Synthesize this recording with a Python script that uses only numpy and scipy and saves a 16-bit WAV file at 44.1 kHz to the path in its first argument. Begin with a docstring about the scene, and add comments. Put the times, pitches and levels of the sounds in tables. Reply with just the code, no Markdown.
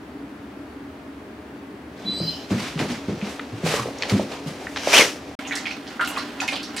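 """In a wood-panelled room a big dog whines thinly and pads across the floor, sniffing and smacking its lips
at the microphone, and snorts once right into it. After a brief silence it laps water from a steel bowl a
little way off. An appliance hums before and after the silence. Air sounds are shaped noise; paws, water
and steel are decaying resonances; the whine is a wavering sine with overtones."""
import sys
import numpy as np
from scipy import signal
from scipy.fft import rfft, irfft
from scipy.io import wavfile
from scipy.ndimage import uniform_filter1d

SR = 44100
rng = np.random.default_rng(int(sys.argv[2]) if len(sys.argv) > 2 else 0)


def output_pcm(signal):
    """Save a mono or channel-first signal as 16-bit PCM at the path in sys.argv[1].

    Samples are clipped to [-1, 1] before scaling.
    """
    pcm = np.clip(np.atleast_2d(signal).T, -1, 1) * 32767
    wavfile.write(sys.argv[1], SR, np.round(pcm).astype(np.int16))


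N = 299880

# the scene's clock, and the time since a blow (s)
TIME = np.arange(N) / SR
AGE = np.arange(2 ** 12 * 3) / SR
# the brief silence before the lapping: from_s, until_s
CUT = (5.352, 5.39)
# likeness of the two channels for sound from close by: hz, likeness (0-1)
CLOSE = [(100, .9995), (400, 0.99), (1000, 0.87), (2300, 0.77), (4500, 0.58), (12000, 0.54)]
# hiss of air at the nostrils: hz, level_db_per_hz
HISS = [(4000, -19), (7000, -5.5), (10000, -11), (13000, -17.5), (16000, -27)]
# water rocking in the bowl: time_s, level_db
SLOSH = [(5.391, -37), (5.44, -41.5), (5.578, -36.5), (5.81, -46), (5.97, -44), (6.136, -36),
         (6.594, -44.5), (6.8, -40.5)]


def amp(db):
    """Turns decibels into a gain."""
    return 10 ** (np.asarray(db) / 20)


def unit(x):
    """Scales to rms 1."""
    return x / np.sqrt(np.mean(x ** 2) + 1e-20)


def peaked(x):
    """Scales the loudest 4 ms to rms 0.5, for a crest near 1."""
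    power = np.mean(np.atleast_2d(x) ** 2, 0)
    return x / np.sqrt(4 * uniform_filter1d(power, size=176).max())


def read(points, hz):
    """Reads a spectrum on a log-frequency axis."""
    f, value = np.transpose(points)
    return np.interp(np.log(hz + 1), np.log(f), value)


def level(s, db, fade=.01):
    """A gain curve that fades to -120 dB outside its span, over fade seconds."""
    times = np.r_[s[0] - abs(fade), s, s[-1] + abs(fade)]
    return amp(np.interp(TIME, times, np.r_[-120, db, -120]))


def add(mix, s, sound):
    """Lays a sound into the mix from s seconds on."""
    part = mix[:, round(s * SR):][:, :sound.shape[-1]]
    part += sound[..., :part.shape[1]]


def pan(db):
    """Gains of left against right."""
    return amp([[db / 2], [-db / 2]])


def drift(rate):
    """Random wander of rms 1 through rate knots per second."""
    knots = rng.standard_normal(int(N / SR * rate) + 2)
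    return unit(np.interp(TIME * rate, np.arange(len(knots)), knots))


def noise(likeness, colour=None, size=N):
    """Two channels of noise, rms 1, with a given likeness and spectrum."""
    hz = np.fft.rfftfreq(size, 1 / SR)
    a, b = rfft(rng.standard_normal((2, size)))
    same = np.clip(read(likeness, hz), 0, 1)
    z = np.array([a, same * a + np.sqrt(1 - same ** 2) * b])
    gain = amp(read(colour, hz)) if colour else 1
    return unit(irfft(z * gain, size))


def resonate(x, hz, width_hz):
    """A resonance of gain 1 whose pitch may follow a curve."""
    turn = np.exp(2j * np.pi * np.cumsum(hz * np.ones(x.shape[-1])) / SR)
    r = np.exp(-np.pi * width_hz / SR)
    # turn the pitch down to zero, smooth, and turn it back up
    smooth = signal.lfilter([1 - r], [1, -r], x / turn + 1e-18)
    return 2 * (turn * smooth).real


def breathy(hz, width_hz):
    """Air through a cavity, fixed or moving: a fuzzy whistle of rms 1."""
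    hz = np.clip(hz, 500, 8000)
    narrow = resonate(noise(CLOSE), hz, width_hz)
    return unit(resonate(narrow, hz, 2 * width_hz))


def swell(top_s, rise_s, hold_s, fall_db_per_s):
    """The gain of one push of air: climbs 20 dB during its rise, holds, then dies away."""
    early = np.maximum(top_s - TIME, 0) / max(rise_s, .002)
    late = np.maximum(TIME - top_s - abs(hold_s), 0)
    return amp(np.maximum(-20 * early - abs(fall_db_per_s) * late, -160))


def arch(top_s, width_s):
    """A smooth hump of height 1, down 9 dB at width_s on either side."""
    return np.exp(-np.square((TIME - top_s) / width_s))


def ring(hz, t60, rise=0., size=len(AGE)):
    """A sine that swells within one cycle and dies away; its pitch may climb by the fraction rise."""
    t = AGE[:size]
    life = t / max(t60, .001)
    onset = 1 - np.exp(-(2 * hz * t) ** 2)
    pitch_hz = hz * (1 + rise * np.minimum(life, 1))
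    return onset * amp(-60 * life) * np.sin(2 * np.pi * np.cumsum(pitch_hz) / SR)


def room(x, early_db, tail_db, early_t60=0.045):
    """Direct sound, sparse echoes off near panels, and a diffuse tail that dies band by band."""
    # the room's decay: hz, t60_s
    decay = [(150, 0.53), (600, 0.21), (2500, 0.26), (6000, 0.34), (14000, 0.047)]
    size = len(AGE)
    sparse = rng.random(size) < 1500 / SR
    early = noise(CLOSE, size=size) * sparse * amp(-60 * AGE / early_t60) * (AGE > .002)
    hz, t, z = signal.stft(noise(CLOSE, size=size), SR, nperseg=256)
    dying = z * amp(-60 * t / read(decay, hz)[:, None])
    tail = signal.istft(dying, SR, nperseg=256)[1][:, :size]
    tail *= np.minimum(AGE / 0.012, 1)
    response = (amp(early_db) * unit(early) + amp(tail_db) * unit(tail)) / np.sqrt(size)
    response[:, 0] += 1  # the direct sound
    return signal.fftconvolve(np.atleast_2d(x), response, axes=1)[:, :x.shape[-1]]


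def droplets(hz, length, octaves, count=30, damping=1):
    """A clump of tiny bubbles and drops, spread in pitch, thinning out and fading 8 dB per length."""
    out = np.zeros((1, len(AGE)))
    delays = np.linspace(0, 1, count) ** 1.7 * 2 * abs(length) * rng.uniform(.75, 1.25, count)
    pitches = rng.permutation(np.linspace(-1, 1, count))
    sizes_db = rng.permutation(np.linspace(-6, 6, count))
    cycles = 9 + 3 / max(abs(octaves), .06)  # bubbles of one size ring longer than a mixed splash
    for delay, pitch, size_db in zip(delays, pitches, sizes_db):
        drop_hz = np.clip(hz * 2 ** (octaves * pitch), 400, 15000)
        drop = ring(drop_hz, cycles / damping / drop_hz, rise=.07, size=1024)
        add(out, delay, amp(size_db - 8 * delay / abs(length)) * drop)
    return out


def appliance():
    """Wavering tones in a steady rush; after the silence the room booms a little more and rumbles less."""
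    # steady rush of the room: hz, level_db_per_hz
    hush_colour = [(15, -75), (25, -72), (59, -14), (174, -12.5), (205, -8.5), (248, -6), (284, 0),
                   (342, -9.5), (414, -8), (449, -14), (604, -18), (654, -16.5), (1870, -23), (6660, -43),
                   (15800, -50)]
    hush_db = -39
    # the appliance's tones: pitch_hz, level_db
    hum_tones = [(75.4, -55), (279.9, -45.5), (301.5, -67), (425.3, -66), (613.7, -56.5), (1583, -71),
                 (4517, -73.5), (10094, -81.5)]
    # likeness of the two channels for sound from all round: hz, likeness (0-1)
    diffuse = [(100, 1), (350, 0.99), (1000, 0.44), (2300, 0.32), (4500, 0.24), (12000, 0.16)]
    by_bowl = TIME > CUT[1]
    tones = sum(amp(db) * unit(resonate(rng.standard_normal(N), hz, width_hz=3.8)) for hz, db in hum_tones)
    boom_colour = [(170, -26), (235, 3.5), (290, 7.0), (330, -9), (430, -43)]
    boom = noise(diffuse, boom_colour) * amp(-40.5)
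    hum = amp(hush_db) * noise(diffuse, hush_colour) * pan(db=1) + tones
    rumble = signal.sosfiltfilt(signal.butter(2, 110, fs=SR, output="sos"), hum)
    return hum + by_bowl * (boom - amp(-7.5) * rumble)


def sniffs():
    """Turbulent air in the nose, with hiss at the nostrils and a hollow note from the throat."""
    # sniffs: full_flow_s, rise_s, hold_s, flow_db, then nostril hiss_db and throat_db against the flow
    pushes = [(2.509, 0.022, .014, -34.5, -12, -5), (2.59, .09, 0.095, -33, -13, -26),
              (2.797, .025, 0.011, -31, -12, 2.5), (2.903, 0.065, 0.0079, -32.5, -14, -5.5),
              (3.085, 0.041, .03, -42.5, -16, -2), (3.255, 0.089, .03, -37, -16, -0.5),
              (3.305, .08, 0.006, -44, -4, -9), (3.565, .02, 0.018, -47, -11, -9),
              (3.668, 0.042, 0.094, -26, -9.5, -7.5), (4.03, 0.13, 0.026, -35.5, -19, 1),
              (4.099, 0.029, 0.0055, -29, -10, -3), (4.17, 0.041, 0.037, -37.5, -11.5, -13),
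              (4.315, 0.04, 0.015, -37, -14.5, 0.5), (4.473, .035, 0.016, -38.5, -9.5, -5),
              (4.62, 0.12, 0.022, -43, -10, 3), (4.7, .05, .04, -59, 6, -4)]
    # air in the nose: hz, level_db_per_hz
    nose_colour = [(530, -14), (900, -8), (1180, -5), (1430, -7.5), (2340, -5.5), (2670, -7), (3340, -9),
                   (4120, -9.5), (6060, -13.5), (7490, -25), (9000, -33), (11700, -52), (19800, -120)]
    # air in the throat: hz, level_db_per_hz
    throat_colour = [(200, -7), (450, 13), (800, 8), (1150, -4.5), (1500, -27), (3000, -34)]
    # faint flow between sniffs while the muzzle is near: from_s, until_s
    near = (2, 5.33)
    near_db, near_hiss_db, near_throat_db = -47, -14, 2  # hiss and throat against the flow
    parts = amp([[0], [near_hiss_db], [near_throat_db]])
    power = parts ** 2 * level(near, [near_db, near_db], fade=.35) ** 2
    for s, rise, hold, db, hiss_db, throat_db in pushes:
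        parts = amp([[db], [db + hiss_db], [db + throat_db]])
        power += (parts * swell(s, rise, hold, fall_db_per_s=128)) ** 2
    flow, hiss, throat = np.sqrt(power)
    air = flow * noise(CLOSE, nose_colour) * pan(db=-0.5)
    air += hiss * noise(CLOSE, HISS) * pan(db=-2.0)
    air += throat * noise(CLOSE, throat_colour) * pan(db=1.5)
    # a hollow note sinks through one long sniff
    gust_s, gust_hz, gust_sag_hz_per_s, gust_db = 3.79, 1114, 1800, -31
    note = breathy(gust_hz - gust_sag_hz_per_s * (TIME - gust_s), width_hz=200)
    air += amp(gust_db) * note * swell(gust_s, rise_s=0.12, hold_s=0.021, fall_db_per_s=193)
    return air * amp(0.89 * drift(rate=140))


def whine():
    """A near-pure nasal whistle with two unsteady overtones and a breathy edge."""
    # the whistle: time_s, pitch_hz, level_db
    glide_points = [(2.05, 3960, -50), (2.066, 3980, -32.5), (2.082, 3993, -26.5), (2.268, 4050, -38),
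                    (2.284, 4084, -23), (2.304, 4170, -34), (2.32, 4010, -35), (2.348, 4030, -55),
                    (2.45, 4100, -47)]
    # overtones: multiple, level_db, strongest_s, fall_s (9 dB down on either side)
    overtones = [(2, -47, 2.2, .09), (3, -56, 2.27, .15)]
    # air through gliding cavities: full_flow_s, fall_s (9 dB down on either side), cavity_hz,
    # glide_hz_per_s, width_hz, level_db
    leaks = [(2.25, .115, 4800, 2000, 300, -36), (2.32, .1, 3060, -300, 240, -42),
             (2.1, .07, 3380, -900, 300, -46), (2.31, .15, 4200, 0, 2000, -45)]
    s, hz, db = np.transpose(glide_points)
    pitch_hz = np.interp(TIME, s, hz) * (1 + .004 * drift(rate=150))
    phase = 2 * np.pi * np.cumsum(pitch_hz) / SR
    tone = np.sqrt(2) * np.sin(phase) * level(s, db) * amp(0.92 * drift(rate=70))
    sounding = (TIME > s[0]) * (TIME < s[-1])
    for k, partial_db, top_s, width_s in overtones:
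        flutter = amp(partial_db + 3.5 * drift(rate=60)) * arch(top_s, width_s)
        tone += flutter * np.sin(k * phase + 0.64 * drift(rate=200)) * sounding
    air = 0
    for top_s, width_s, cavity_hz, glide, width_hz, leak_db in leaks:
        whistle = breathy(cavity_hz + glide * (TIME - top_s), width_hz)
        air = air + amp(leak_db) * whistle * arch(top_s, width_s)
    return room(tone + air, early_db=-17, tail_db=-12)


def paws():
    """Each footfall booms the floorboards, scuffs and settles; knocks of paws and body are short and mostly
    higher."""
    # paws on the floor: start_s, level_db, boom_hz, t60_s, scuff_db against the boom
    steps = [(2.046, -21.5, 200, 0.19, -5), (2.082, -21, 196.5, .6, -6), (2.202, -16, 165.7, 0.38, -4),
             (2.509, -10, 204.7, 0.23, -5), (2.756, -15.5, 156, 0.21, -13.5), (2.794, -15, 204, 0.11, 5),
             (2.895, -16.5, 242, 0.19, -8.5), (3.081, -13, 111, 0.24, 6), (3.223, -14.5, 204, .11, -29),
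             (3.524, -21.5, 110, 0.3, -3.5), (3.636, -11, 160, 0.21, -13), (3.789, -21, 123, .34, -0.5),
             (4.117, -9, 111.6, .17, -3.5), (4.136, -9, 191, 0.1, -10.5), (4.457, -20, 152, 0.18, -9)]
    # knocks of paws and body: start_s, level_db, pitch_hz
    knocks = [(2.202, -19.5, 494), (2.506, -21, 575), (3.094, -16.5, 397), (3.634, -17, 440),
              (3.663, -11, 526), (3.739, -11.5, 470), (3.857, -14.5, 472), (3.886, -19, 600),
              (4.196, -9.5, 590), (4.873, -6, 590), (4.937, -7, 620), (4.994, -3.5, 470), (5.313, -28, 610)]
    # the boards rebound as the weight settles on the paw
    settle_s, settle_db, settle_hz, settle_t60 = .045, -16.5, 210.7, 0.22
    # the joists give a deep note, growing as the square of the blow
    joist_hz, joist_t60, joist_db = 105, .16, -4
    boards_colour = [(45, -49), (95, -3.5), (190, 3.5), (330, -1.0), (600, -19.5), (1500, -26.5), (4000, -60)]
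    out = np.zeros((2, N))
    for s, db, hz, t60, scuff_db in steps:
        scuff = noise(CLOSE, boards_colour, size=len(AGE)) * amp(-60 * AGE / 0.38)
        boom = ring(hz, t60) + amp(scuff_db) * scuff
        soft_onset = 1 - np.exp(-AGE / 0.0025)
        add(out, s, amp(db) * peaked(boom * soft_onset))
        add(out, s + settle_s, amp(db + settle_db) * ring(settle_hz, settle_t60))
        add(out, s, amp(2 * db + joist_db) * ring(joist_hz, joist_t60))
    for s, db, hz in knocks:
        knock = room(ring(hz, t60=0.012), early_db=-12.0, tail_db=-7)
        add(out, s, amp(db) * peaked(knock))
    return out


def lips():
    """Wet lips part in a quick run of bursting films of saliva, close to the microphone."""
    # lip smacks: start_s, level_db, pitch_hz, length_s (8 dB fall), spread_octaves (either way)
    smacks = [(2.777, -23.5, 2440, 0.00195, .8), (2.792, -17, 2180, 0.031, 0.61),
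              (3.214, -25.5, 2420, .027, 0.13), (3.395, -19, 1950, 0.0032, .35),
              (3.985, -30, 5870, 0.0029, 0.099), (4.023, -11, 3370, 0.0041, 0.52),
              (4.034, -13, 2570, 0.0029, 0.68), (4.097, -16.5, 4000, .004, 0.75),
              (4.669, -18.5, 1790, 0.0046, 0.13), (4.761, -16.5, 1580, .009, 1.26),
              (4.771, -20, 2900, 0.0071, 0.45)]
    out = np.zeros((2, N))
    for s, db, hz, length, octaves in smacks:
        films = droplets(hz, length, octaves, count=16, damping=2.5)
        wet = room(films, early_db=-13, tail_db=-12, early_t60=.05)
        add(out, s, amp(db) * peaked(wet))
    return out * pan(db=0.5)


def snort():
    """A hard blast through the nose in three pushes; the nostril's resonance arches up and falls back."""
    # pushes of the snort: full_flow_s, rise_s, hold_s, flow_db, hiss_db against the flow
    pushes = [(4.765, 0.013, 0.024, -33.5, -21), (4.898, 0.13, 0.029, -23.5, -12),
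              (4.943, 0.036, 0.057, -13, -9.5)]
    # the blast: hz, level_db_per_hz
    blast_colour = [(88, -46), (150, -21), (250, -7), (282, -6), (368, -7), (408, -1.5), (1040, -3.5),
                    (2210, -1), (2770, -1), (3140, -1.5), (3800, -5), (6110, -3.5), (10000, -41),
                    (13000, -35), (22000, -120)]
    # likeness of the two channels for a nose right at the microphone: hz, likeness (0-1)
    touching = [(400, 1), (1000, 0.92), (2300, 0.74), (4500, 0.66), (12000, 0.75)]
    power = 0
    for s, rise, hold, db, hiss_db in pushes:
        power = power + (amp([[db], [db + hiss_db]]) * swell(s, rise, hold, fall_db_per_s=185)) ** 2
    flow, hiss = np.sqrt(power)
    # the nostril's resonance arches up from rest at the height of the blast
    rest_hz, arch_hz, arch_s, arch_width_s = 2120, 1130, 4.972, 0.024
    nostril = breathy(rest_hz + arch_hz * arch(arch_s, arch_width_s), width_hz=430).mean(0)
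    nostril *= amp(-14) * swell(pushes[-1][0], rise_s=0.037, hold_s=0.071, fall_db_per_s=700)
    air = (flow * noise(touching, blast_colour) + nostril) * pan(db=0.5)
    air += hiss * noise(touching, HISS) * pan(db=-.5)
    return air * amp(1.1 * drift(rate=280))


def drips(count=70):
    """Stray drops fall back from the jowls, louder while the water rocks; faint ones are the most common."""
    out = np.zeros((1, N))
    s, db = np.transpose(SLOSH)
    for k, (when, pitch, size) in enumerate(rng.random((count, 3))):
        at = s[0] + (s[-1] - s[0]) * (k + when) / count
        hz = 1200 * 2 ** (2.4 * pitch)
        drop_db = np.interp(at, s, db) - 7 + 6.1 * size ** 2 - 5 * pitch
        add(out, at, amp(drop_db) * ring(hz, 22 / hz, rise=0.11, size=2048))
    return room(out, early_db=-4, tail_db=-5, early_t60=.06)


def lapping():
    """The tongue pulls air pockets that plop, and flings drops and mist; bowl and panelled corner answer."""
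    # air pockets closing under the tongue: start_s, level_db, pitch_hz (midway in the climb)
    plops = [(5.392, -28, 2450), (5.451, -26.5, 2840), (5.51, -18, 2035), (5.521, -22.5, 1790),
             (5.569, -22, 2090), (5.656, -18.5, 2550), (5.668, -17, 2320), (5.711, -21.5, 2600),
             (5.995, -16, 1476), (5.999, -12, 1480), (6.011, -11, 1420), (6.02, -27, 1410),
             (6.075, -20.5, 2830), (6.116, -30, 1080), (6.163, -22.5, 2640), (6.169, -26, 1080),
             (6.402, -15.5, 2646), (6.419, -23, 830), (6.48, -17, 2506), (6.488, -13.5, 2540),
             (6.526, -23, 2440), (6.692, -32.5, 1240), (6.781, -27, 1900)]
    # splashes of the tongue: start_s, level_db, pitch_hz, spread_octaves (either way),
    # fine mist_db against the splash
    splashes = [(5.473, -31, 6540, 0.082, -29), (5.523, -26.5, 3660, 0.23, -16),
                (5.554, -21, 5170, .55, -7.5), (5.661, -25.5, 3840, .48, -22), (5.707, -28, 4500, 0.4, -20),
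                (5.868, -32, 3650, 0.58, -32), (5.903, -33, 2980, 1.34, -18),
                (6.009, -22.5, 2930, 0.54, -12), (6.048, -25, 4800, 0.72, -15),
                (6.074, -27.5, 9400, 0.51, -10), (6.17, -17, 1840, 0.71, -18),
                (6.179, -22, 4630, 0.17, -25), (6.304, -38, 1880, 0.64, -24), (6.403, -25, 4930, 0.5, -12),
                (6.415, -21, 1160, .77, -17), (6.478, -23.5, 4540, 0.44, -9),
                (6.521, -23.5, 1020, 0.97, -10), (6.529, -20.5, 3520, 0.48, -25),
                (6.557, -21, 3640, 0.49, -20), (6.629, -27.5, 4480, 0.32, -11),
                (6.765, -29, 8700, 0.11, -22), (6.765, -24, 3640, 1.23, -22), (6.779, -24, 4560, 0.43, -20)]
    # water rocking in the bowl: hz, level_db_per_hz
    slosh_colour = [(240, -56), (400, -2.5), (690, -1.5), (756, -1), (1170, -5), (1390, -1), (1590, -2),
                    (2390, -7), (3100, -6.5), (12100, -28.5), (15000, -35)]
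    # modes of the steel: pitch_hz, gain_db, t60_s
    bowl_modes = [(773, 8.5, 0.17), (1006, 8, 0.24), (1400, -1, 0.14), (1910, -2, 0.098), (2116, 1, 0.14),
                  (2850, 5.5, 0.24), (4230, -1, 0.18)]
    splash_s, mist_hz, mist_octaves = .029, 8750, .43
    out = drips()
    for s, db, hz in plops:
        # each pocket starts a little low and climbs, and sheds smaller bubbles of nearly its own pitch
        pocket = peaked(ring(hz * 0.96, t60=0.023, rise=.09))
        shed = peaked(droplets(hz, length=.012, octaves=0.22, count=6))
        plop = room(pocket + amp(-5) * shed, early_db=-1.0, tail_db=-4.5, early_t60=0.054)
        add(out, s, amp(db) * peaked(plop))
    for s, db, hz, octaves, mist_db in splashes:
        drops = peaked(droplets(hz, splash_s, octaves, count=18))
        mist = peaked(droplets(mist_hz, splash_s, mist_octaves, count=24))
        splash = room(drops + amp(mist_db) * mist, early_db=-2.0, tail_db=-2.5, early_t60=0.051)
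        add(out, s, amp(db) * peaked(splash))
    out += level(*np.transpose(SLOSH)) * noise(CLOSE, slosh_colour) * amp(1.7 * drift(rate=220))
    steel = sum(amp(db) * resonate(out, hz, 1.8 / t60) for hz, db, t60 in bowl_modes)
    return (out + steel) * pan(db=-2.5)


def scene():
    """The dog, thinned in the deep bass by the microphone, over the hum of the room."""
    dog = sniffs() + whine() + paws() + lips() + snort() + lapping()
    thin = signal.butter(3, 75, "highpass", fs=SR, output="sos")
    return appliance() + signal.sosfilt(thin, dog)


def record(dry):
    """The sound drops out for a moment; full-scale clipping and a band limit follow."""
    kept = uniform_filter1d(1. * ((TIME < CUT[0]) | (TIME > CUT[1])), size=32)
    low_pass = signal.firwin(511, 15900, window=("kaiser", 9), fs=SR)  # cutoff in Hz
    return signal.oaconvolve(np.clip(dry * kept, -1, 1), low_pass[None], "same", axes=1)


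dry = scene()
out = record(dry)
output_pcm(out)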